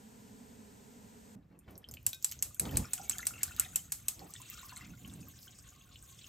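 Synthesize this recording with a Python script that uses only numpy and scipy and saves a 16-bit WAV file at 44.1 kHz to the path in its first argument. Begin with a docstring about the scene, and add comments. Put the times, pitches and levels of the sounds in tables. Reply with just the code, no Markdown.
"""A home kitchen. First the room hums; then the scene changes to the stove, where water is poured into a pot.
Drops splat, bubbles ring as small air springs, and the pot's modes sink under the load of water. An igniter
sparks six times a second, the gas catches with a whoomp and the flame rumbles. Sparks and water echo from
stove top and walls. Two close microphone ports listen; left and right are out of phase in the treble."""
import sys
import numpy as np
from scipy import signal
from scipy.fft import rfft, irfft, next_fast_len
from scipy.io import wavfile

SR = 44100
rng = np.random.default_rng(int(sys.argv[2]) if len(sys.argv) > 2 else 0)


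def transcribe(u):
    """Save the signal u as a 16-bit wav file named by the first command-line argument.

    u: samples, shape (n,) or (channels, n), limited to [-1, 1]; the rate is SR.
    q: integer samples, one column per channel.
    """
    v = np.clip(np.atleast_2d(u).T, -1, 1)
    q = np.round(v * 32767).astype(np.int16)
    wavfile.write(sys.argv[1], SR, q)


N = 276948

# Backgrounds, humming room and stove: f/Hz, spectral density/dB, left-right correlation
HUM_SPECTRUM = [(30, -91, 0.83), (60, -87, 0.98), (126, -83, 0.91), (154, -89.5, 0.37), (221, -74.5, 0.97),
                (265, -80.5, 0.65), (338, -99.5, 0.17), (422, -83.5, 0.59), (554, -94.5, -0.17),
                (1037, -94.5, -0.16), (1060, -103, -0.46), (1580, -99, -0.34), (2160, -105, 0.84),
                (5030, -107, 0.57), (7560, -102, 0.9), (8400, -101, 0.64), (8850, -103, 1),
                (10800, -110, 1), (11600, -106, 0.028), (12900, -111, 1), (16000, -113, 1)]
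STILL_SPECTRUM = [(30, -93, 0.68), (67.6, -84.5, 0.99), (207, -93.5, 0.9), (466, -103, 0.5),
                  (940, -112, 0.14), (2180, -118, 0.75), (3830, -129, 0.35), (9300, -136, 0.5),
                  (16000, -136, 1)]
# Three flame bands, spray, scattered spark echoes: f/Hz, relative density/dB, left-right correlation
RUMBLE_SPECTRUM = [(25.3, -32, 0.76), (59, 5, 1), (85, 3, 0.97), (125, 3.5, 1), (199, -13, 1),
                   (432, -34, 1)]
ROAR_SPECTRUM = [(95, -5, 1), (177, 12.5, 0.98), (315, 1, 1), (465, -32, 0.27), (900, -47, 0.32)]
FLARE_SPECTRUM = [(232, 0.5, 0.77), (405, -4, 0.9), (815, -8, 0.12), (1980, -27.5, 0.19), (4040, -51, .7)]
SPRAY_SPECTRUM = [(408, 1.5, 0.23), (990, -33, 0.17), (2040, -1, 1), (3650, 10, 0.55), (5350, 8, 0.79),
                  (7000, 5.5, 1), (8600, 8, 0.72), (9400, -24, 1), (11100, 9, 0.81), (12400, -5, 1),
                  (15900, 3, 0.63)]
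SCATTER_SPECTRUM = [(707, -16, 0.27), (1500, -21, 0.35), (2930, -18.5, 0.98), (4880, -13.5, 0.49),
                    (6500, -8.5, 0.5), (8100, -4.5, 0.71), (10150, -7, 1), (11080, -1, 0.87),
                    (12800, -13, 0.6), (15800, -12, 1)]
# Handling bumps, the gas catching at 2.6 s, flutters: t/s, hold/s, swell/dB, rumble/dB, roar/dB, flare/dB
LOW_PUFFS = [(1.364, .005, -1, -80, -50, -62.5), (1.507, 0.085, -4.5, -71, -60, -67),
             (1.683, 0.095, 0, -60.5, -62, -60), (1.885, 0.053, -1, -54, -57.5, -63.5),
             (1.997, 0.041, 0, -58, -75, -90), (2.058, 0.015, -2, -53, -60, -66),
             (2.297, .19, 4.5, -61.5, -74.5, -74.5), (2.61, 0.069, 5, -44.5, -51, -50.5),
             (2.725, 0.071, 1.5, -39.5, -42, -49), (2.984, 0.82, -3, -61.5, -64, -67),
             (4.176, 0.064, 4, -63, -62.5, -58), (4.795, 0.13, 7, -59.5, -60, -76.5),
             (5.024, 0.24, 2, -56, -53.5, -69), (5.93, 0.0089, -5, -60, -77, -90)]
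# Course of the pour: t/s, spray/dB, small bubbles/dB, tiny bubbles/dB
POUR_LEVELS = [(1.5, -102, -86, -106), (1.85, -102, -77, -89), (2.1, -84, -94, -76),
               (2.27, -58.5, -76, -74), (2.5, -72, -75, -69), (2.75, -91, -59.5, -62),
               (2.92, -56, -69.5, -60.5), (3.28, -71, -64, -54.5), (3.45, -60, -62, -64.5),
               (3.65, -61.5, -58.5, -60), (3.92, -69.5, -80, -67), (4.15, -63, -70.5, -64),
               (4.34, -56.5, -74, -72), (4.55, -57, -63.5, -58.5), (4.76, -57.5, -62.5, -61),
               (4.96, -66.5, -68.5, -66), (5.48, -61, -79, -67), (5.8, -67.5, -71.5, -71.5),
               (6.07, -63, -81, -68.5), (6.28, -58.5, -77, -62)]
# The louder bursting drops and bubbles: t/s, level/dB, f/Hz
LOUD_SPLATS = [(1.5904, -44, 10100), (1.7084, -47, 12000), (1.755, -48, 5100), (1.7786, -37.5, 11200),
               (1.888, -40, 10800), (1.9124, -33.5, 10900), (1.939, -30, 9000), (1.9704, -38.5, 2640),
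               (2.0292, -48, 12800), (2.0907, -23.5, 12400), (2.1312, -26, 6900), (2.1463, -32, 11710),
               (2.226, -29, 14430), (2.293, -39.5, 4900), (2.3144, -24.5, 10060), (2.322, -25, 6800),
               (2.391, -36, 6050), (2.5457, -34.5, 10300), (2.6542, -34, 3550), (2.7119, -33, 12500),
               (2.758, -33, 3030), (2.979, -33, 5500), (3.1114, -26, 3260), (3.1835, -22.5, 8900),
               (3.2045, -40, 4040), (3.254, -32, 10500), (3.2914, -42, 5500), (3.5643, -31.5, 14700),
               (4.193, -41.5, 4700), (4.3058, -36.5, 11490), (4.338, -30.5, 7400), (4.4175, -37, 8140),
               (4.4998, -29, 13800), (4.762, -33, 7350), (4.7743, -33, 9400), (5.0476, -42.5, 2870),
               (5.0767, -40.5, 11120), (5.1379, -38, 8100), (5.285, -38, 12900), (5.429, -45, 11830),
               (5.9578, -41.5, 3250), (6.2425, -42.5, 2970)]
LOUD_BUBBLES = [(1.842, -40.5, 3120), (1.888, -40.5, 5160), (1.971, -45, 2700), (2.1314, -32, 3680),
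                (2.321, -49, 2980), (2.692, -43, 3050), (2.8434, -42.5, 2400), (2.8462, -42.5, 1363),
                (2.8548, -38.5, 5400), (2.9848, -44.5, 1360), (2.9966, -40, 782), (3.015, -39, 5800),
                (3.108, -45, 1320), (3.1198, -28.5, 6400), (3.131, -39, 3100), (3.192, -36.5, 1700),
                (3.194, -37.5, 1360), (3.2297, -33.5, 1984), (3.2545, -38, 8360), (3.3075, -40.5, 1330),
                (3.3376, -42, 2680), (3.38, -42.5, 2660), (3.5093, -43, 1400), (3.519, -44, 2600),
                (3.6487, -39, 3620), (3.653, -48, 1980), (3.6556, -53, 723), (3.7896, -45.5, 2980),
                (4.2162, -45, 780), (4.353, -41, 7800), (4.354, -44.5, 1860), (4.3623, -38.5, 3520),
                (4.4007, -49, 994), (4.5887, -50, 1405), (4.593, -42, 3920), (4.6302, -45.5, 1054),
                (4.6936, -39, 4270), (4.724, -43.5, 978), (4.7666, -44.5, 2090), (4.7667, -41, 4080),
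                (5.0978, -47, 3540), (5.2055, -43, 8950), (5.229, -51.5, 2530), (5.4725, -50, 1520),
                (5.4792, -44, 3130), (5.588, -41.5, 8260), (5.689, -42, 6800), (5.812, -53.5, 3300),
                (6.026, -40.5, 8050), (6.1896, -46.5, 3400)]
# Air and wall of the pot under the trickle: f/Hz, bandwidth/Hz, gain/dB
POT_RESONANCES = [(2760, 80, 6), (3320, 120, -5), (3900, 91, -3), (7200, 55, -1), (7950, 94, -1),
                  (9180, 120, -9)]
# Igniter discharges: t/s, level/dB
SPARK_EVENTS = [(2.0646, -15.5), (2.2446, -16), (2.4245, -15), (2.596, -15.5), (2.7703, -15), (2.9336, -16),
                (3.0956, -17), (3.2684, -15.5), (3.4319, -16), (3.5966, -16), (3.7585, -16.5),
                (3.9204, -15.5), (4.0829, -16)]
# Paths of a snap by way of burner and pot: delay/s, gain/dB
SNAP_PATHS = [(0, -3.5), (.0007, -0.5), (.0011, 0.5), (.0025, -10), (.0029, -5.5), (.0036, -14),
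              (.0043, -10.5), (.009, -26)]
# Resonances of the burner: f/Hz, bandwidth/Hz, gain/dB
BURNER_MODES = [(1470, 480, -19.5), (2560, 370, -16.5), (4050, 520, -13.5), (6080, 2000, 0.5),
                (7810, 510, 6), (8560, 970, 5.5), (10860, 1000, 7), (14000, 5300, 0)]
# Lightly struck metal: f/Hz, gain/dB, T60/s
CLINK_MODES = [(1545, -17, .18), (2503, -7, .13), (3747, -4, .13), (4457, -16, .07), (5066, -14, .1)]
# Hum of the filling pot: t/s, pitch factor, level/dB
POT_FILLING = [(2.55, 1.02, -120), (2.8, 1.02, -74), (3.4, .99, -67), (4.0, .95, -86), (4.35, .84, -86),
               (4.6, .82, -74), (5.0, .81, -80), (6.28, .8, -79)]
# Modes of the pot: f/Hz at pitch factor 1, gain/dB, T60/s, exponent on the pitch factor
POT_MODES = [(730, -6.5, 0.098, 0.031), (1349, -1.5, 0.13, 0.984), (2237, -3, 0.095, 1.6)]
# Reverberation by band: f/Hz, T60/s, gain/dB, left-right correlation
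ECHO_BANDS = [(680, 0.51, 4.5, 0.31), (1520, 0.29, -4, 0.15), (3210, 0.17, -0.5, 0.98),
              (6400, 0.53, -10.5, 0.5), (7800, 0.12, -5, 0.95), (10800, 0.14, 0.5, 0.99),
              (12000, 0.097, -9.5, 0.74), (14700, 0.091, -23, 0.3)]
# Level difference of the ports: f/Hz, left minus right/dB
PORT_LEVEL_GAP = [(60, 0), (120, -2.5), (240, -2), (480, -3), (950, 1), (1890, 1.5), (3770, 1), (7520, 0.5),
                  (15000, -0.5)]
# Left-right phase difference, growing through the treble: f/Hz, lead of the left/rad
STEREO_PHASE_GAP = [(0, 0), (2200, 0), (3600, .75), (5200, .2), (6500, 0), (7500, -.1), (8600, -1.3),
                    (9400, -3.0), (10800, -3.3), (12000, -5.1), (12800, -6.2), (14300, -6.5), (15500, -8.8),
                    (16500, -9.6), (22050, -15)]

TIME = np.arange(N) / SR


def amp(db):
    """Decibels to amplitude ratio."""
    return 10 ** (np.asarray(db) / 20)


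def rms_one(x):
    """Scale to rms 1."""
    return x / np.sqrt(np.mean(x ** 2) + 1e-30)


def in_time(rows):
    """Columns of a curve table, one value per sample."""
    s, *columns = np.transpose(rows)
    return [np.interp(TIME, s, c) for c in columns]


def bandpass(x, edges_hz, order=2):
    """Pass the band between two frequencies."""
    return signal.sosfilt(signal.butter(order, edges_hz, "band", fs=SR, output="sos"), x)


def pair(mid, side, correlation):
    """Left and right as sum and difference of a shared and an opposed part."""
    correlation = np.clip(correlation, -1, 1)
    opposed = np.sqrt(1 - correlation) * side * np.array([[1], [-1]])
    return (np.sqrt(1 + correlation) * mid + opposed) / np.sqrt(2)


def noise(spectrum):
    """Stereo noise of given spectral density and correlation."""
    size = next_fast_len(N)
    hz, db, correlation = np.transpose(spectrum)
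    log_hz = np.log(np.fft.rfftfreq(size, 1 / SR) + 1)
    gain = amp(np.interp(log_hz, np.log(hz), db, left=-140)) * np.sqrt(SR / 2)
    mid, side = rfft(rng.standard_normal((2, size))) * gain
    return irfft(pair(mid, side, np.interp(log_hz, np.log(hz), correlation)), size)[:, :N]


def drift(hz):
    """Slow random fluctuation of rms 1: low-passed noise."""
    r = np.exp(-80 * np.pi * hz / SR)
    slow = signal.lfilter([1], [1, -2 * r, r * r], rng.standard_normal(N // 40 + 2002))[2000:]
    return np.interp(np.arange(N) / 40, np.arange(len(slow)), rms_one(slow))


def decay(x, t60):
    """Each impulse leaves an exponential tail."""
    return signal.lfilter([1], [1, -amp(-60 / (t60 * SR))], x + 1e-18)


def ring(x, hz, t60):
    """Damped resonator: a unit impulse starts a sine of amplitude 1."""
    r, w = amp(-60 / (t60 * SR)), 2 * np.pi * hz / SR
    return signal.lfilter([0, np.sin(w)], [1, -2 * r * np.cos(w), r * r], x + 1e-18)


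def ring_time(width_hz):
    """A resonance's T60 is inversely proportional to its bandwidth."""
    return np.log(1000) / np.pi / width_hz


def add(out, s, sound):
    """Superpose a short sound at time s."""
    i = round(s * SR)
    out[i:i + len(sound)] += sound[:N - i]


def room_hum():
    """Stationary noise whose low spectral peaks are heard as a hum."""
    return noise(HUM_SPECTRUM)


def bumps_and_flame(lit_s=2.9, rise_db_per_s=900, fall_db_per_s=230):
    """Incoherent sources add in power: bumps and flame puffs ride on a bed that is louder once gas burns."""
    t = TIME[::40]
    bed_db = np.where(t < lit_s, -73, -58.5 - 2.0 * (t - lit_s))
    power = amp(bed_db + np.array([[0], [-8.5], [-18.5]])) ** 2   # rumble, roar, flare
    for s, hold, swell_db, *levels_db in LOW_PUFFS:
        shape_db = swell_db * np.clip((t - s) / hold, 0, 1)
        shape_db -= rise_db_per_s * np.maximum(s - t, 0) + fall_db_per_s * np.maximum(t - s - hold, 0)
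        power += amp(np.array(levels_db)[:, None] + shape_db) ** 2
    rumble_db, roar_db, flare_db = [np.interp(TIME, t, 10 * np.log10(p)) for p in power]
    rumble = amp(rumble_db + 1.65 * drift(10.3)) * rms_one(noise(RUMBLE_SPECTRUM))
    roar = amp(roar_db + 1.25 * drift(23)) * rms_one(noise(ROAR_SPECTRUM))
    flare = amp(flare_db + 2.3 * drift(27)) * rms_one(noise(FLARE_SPECTRUM))
    return rumble + roar + flare


def splats(spray_db, per_s=16.0, shallow_until_s=4.0):
    """A brief pulse has a broad spectrum: each bursting drop is a millisecond puff of noise."""
    out, envelope = np.zeros(N), np.exp(-TIME[:400] / 0.00092)
    gap, size, pitch = rng.random((200, 3)).T
    when = np.cumsum(-np.log(1 - gap)) / per_s   # small splats arrive as a Poisson process
    small = [(s, spray_db[int(s * SR)] + 16.5 - 9 * z, 4000 * 3.9 ** p)
             for s, z, p in zip(when, size, pitch) if s * SR < N - 1]
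    for (s, db, hz), puff in zip(LOUD_SPLATS + small, rng.standard_normal((300, 400))):
        # on shallow water, harder splats are broader
        width = hz * (.3 + 0.34 * max(db + 35.5, 0) * (s < shallow_until_s))
        burst = bandpass(puff * envelope, np.clip([hz - width / 2, hz + width / 2], 0.42 * hz, .45 * SR))
        add(out, s, amp(db) * burst / abs(burst).max())
    return out


def first_splash(s=1.679, db=-60, t60=0.2):
    """Impact of water on the dry pot: dull noise with a sudden onset and exponential decay."""
    out, t = np.zeros(N), TIME[:round(.2 * SR)]
    burst = bandpass(rng.standard_normal(len(t)), [400, 2200])
    add(out, s, amp(db - 60 * t / t60) * rms_one(burst))
    return out


def bubble(t, hz, db, t60, rise, onset_cycles):
    """Trapped air is a spring and the water around it a mass: a damped sine, rising in pitch."""
    envelope = amp(db - 60 * t / t60) * (1 - np.exp(-t * hz / onset_cycles))
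    return envelope * np.sin(2 * np.pi * hz * (t + rise * t ** 2 / t60))


def swarm(low_hz, high_hz, cycles, rise, spread_db, count):
    """Superposition of many bubbles born in clumps, scaled to rms 1."""
    when, pitch, life, size = rng.random((count, 4)).T[:, :, None]
    births = np.cumsum(amp(6 * drift(12)))
    start = np.searchsorted(births, when * births[-1])
    hz = low_hz * (high_hz / low_hz) ** pitch
    t60 = cycles * (0.23 + 2.8 * life) / hz
    db = -spread_db * np.log(np.maximum(size, 1 / 25))
    sounds = bubble(TIME[:700], hz, db, t60, rise, onset_cycles=0.53)
    return rms_one(np.bincount((start + np.arange(700)).ravel(), sounds.ravel(), N + 900)[:N])


def trickle(small_db, tiny_db):
    """Smaller bubbles resonate higher: small ones gurgle, tiny ones fizz, and the pot colours both."""
    small = swarm(low_hz=1099, high_hz=5790, cycles=21.0, rise=0.093, spread_db=5.0, count=4000)
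    tiny = swarm(low_hz=6080, high_hz=13600, cycles=48.0, rise=0.083, spread_db=2.5, count=3500)
    direct = amp(small_db) * small + amp(tiny_db) * tiny
    return direct + sum(amp(db) * 2 * np.pi * width / SR * ring(direct, hz, ring_time(width))
                        for hz, width, db in POT_RESONANCES)


def loud_bubbles():
    """Single bubbles ring out; damping grows with frequency, so high ones die sooner."""
    out, t = np.zeros(N), TIME[:round(.12 * SR)]
    for s, db, hz in LOUD_BUBBLES:
        t60 = 0.032 * (1000 / hz) ** 0.64
        add(out, s, bubble(t, hz, db, t60, rise=0.066, onset_cycles=0.64))
    return out


def sparks(jitter_s=.00006):
    """Multipath arrival: each snap takes the same few paths, varying a little, and rings the burner."""
    late, loud = rng.standard_normal((2, len(SPARK_EVENTS), len(SNAP_PATHS)))
    delay, path_db = np.transpose(SNAP_PATHS)
    s, spark_db = np.transpose(SPARK_EVENTS)[:, :, None]
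    arrivals = np.round((s + delay + jitter_s * late) * SR).astype(int)
    out = 0
    for k, (hz, width, db) in enumerate(BURNER_MODES):
        clicks = np.zeros(N)
        chance_db = 2 * loud + 2 * rng.standard_normal(s.shape)
        clicks[arrivals] = amp(spark_db + path_db + db - 6.5 + chance_db)
        out += (-1) ** k * ring(clicks, hz, ring_time(width))
    return out


def spark_scatter(delay_s=.003):
    """Diffuse reflection after each snap, never twice the same: quick off the stove, slow off the walls."""
    clicks = np.zeros(N)
    s, spark_db = np.transpose(SPARK_EVENTS)
    clicks[np.round((s + delay_s) * SR).astype(int)] = amp(spark_db)
    envelope = amp(-17) * decay(clicks, t60=0.022) + amp(-23.5) * decay(clicks, t60=0.24)
    return envelope * rms_one(noise(SCATTER_SPECTRUM))


def spray(level_db):
    """Random amplitude modulation: three bands of fine hiss swell together and flicker separately."""
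    hiss, out = rms_one(noise(SPRAY_SPECTRUM)), 0
    shared_db = 1.5 * drift(1.8)
    for band_hz in [(300, 4660), (4800, 9000), (9500, 15700)]:
        out += amp(shared_db + 2.8 * drift(19.7)) * bandpass(hiss, band_hz)
    return amp(level_db + 3.0) * out


def clink(s=2.1305, strike_db=-44.5):
    """Free vibration after one light touch of metal on metal."""
    click = np.zeros(N)
    click[round(s * SR)] = amp(strike_db)
    return sum(amp(db) * ring(click, hz, t60) for hz, db, t60 in CLINK_MODES)


def pot_hum(impacts_per_s=250, spread_db=6.0):
    """Mass loading: the stream drums on the pot, whose modes sink as the water gathers."""
    pitch_factor, level_db = in_time(POT_FILLING)
    out = 0
    for hz, db, t60, sink in POT_MODES:
        sizes = amp(spread_db * np.minimum(rng.exponential(1, N), 5)) * rng.choice([-1, 1], N)
        impacts = sizes * (rng.random(N) < impacts_per_s / SR)
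        # a mode of moving pitch: shift down to 0 Hz, decay, shift back
        phasor = np.exp(2j * np.pi * np.cumsum(hz * pitch_factor ** sink) / SR)
        out += amp(db) * np.real(phasor * decay(impacts / phasor, t60))
    return amp(level_db) * rms_one(out)


def reverberation(x):
    """Convolution with dense echoes that decay band by band, quickly off the stove, slowly off the walls."""
    t, response = TIME[:round(.4 * SR)], 0
    onset = 1 - np.exp(-(t / 0.0021) ** 2)
    stove_top = amp(11 - 60 * t / 0.039)
    for hz, t60, db, correlation in ECHO_BANDS:
        band = bandpass(rng.standard_normal((2, len(t))), [hz * 0.76, min(hz * 1.22, .45 * SR)], order=1)
        walls = amp(-60 * t / t60)
        response += amp(db) * pair(*band, correlation) * (walls + stove_top) * onset
    return signal.fftconvolve(x[None], response, axes=1)[:, :N]


def scene(room_ends_s=1.356):
    """The humming room, then a 4 ms crossfade to the superposed sources at the stove."""
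    spray_db, small_db, tiny_db = in_time(POUR_LEVELS)
    low = bumps_and_flame()
    snaps = sparks()
    pour = splats(spray_db) + loud_bubbles() + clink() + pot_hum()
    pour += trickle(small_db, tiny_db) + first_splash()
    echoes = reverberation(amp(-41.5) * snaps + amp(-35.5) * pour) + spark_scatter()
    room = room_hum()
    stove = noise(STILL_SPECTRUM) + low + snaps + pour + echoes + spray(spray_db)
    in_room = np.clip((room_ends_s - TIME) / 0.004, 0, 1)
    return in_room * room + (1 - in_room) * stove


def record(dry, cutoff_hz=16900):
    """Linear filtering: left and right differ a little in level and, in the treble, in phase; the top is cut."""
    size = next_fast_len(N + 2000)
    hz = np.fft.rfftfreq(size, 1 / SR)
    gap_db = np.interp(hz, *np.transpose(PORT_LEVEL_GAP))
    gap_rad = np.interp(hz, *np.transpose(STEREO_PHASE_GAP))
    half_gap = amp(gap_db / 2) * np.exp(.5j * gap_rad)
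    stereo = irfft(rfft(dry, size) * [half_gap, 1 / half_gap], size)[:, :N]
    return signal.sosfilt(signal.cheby2(14, 70, cutoff_hz, fs=SR, output="sos"), stereo)


dry = scene()
out = record(dry)
transcribe(out)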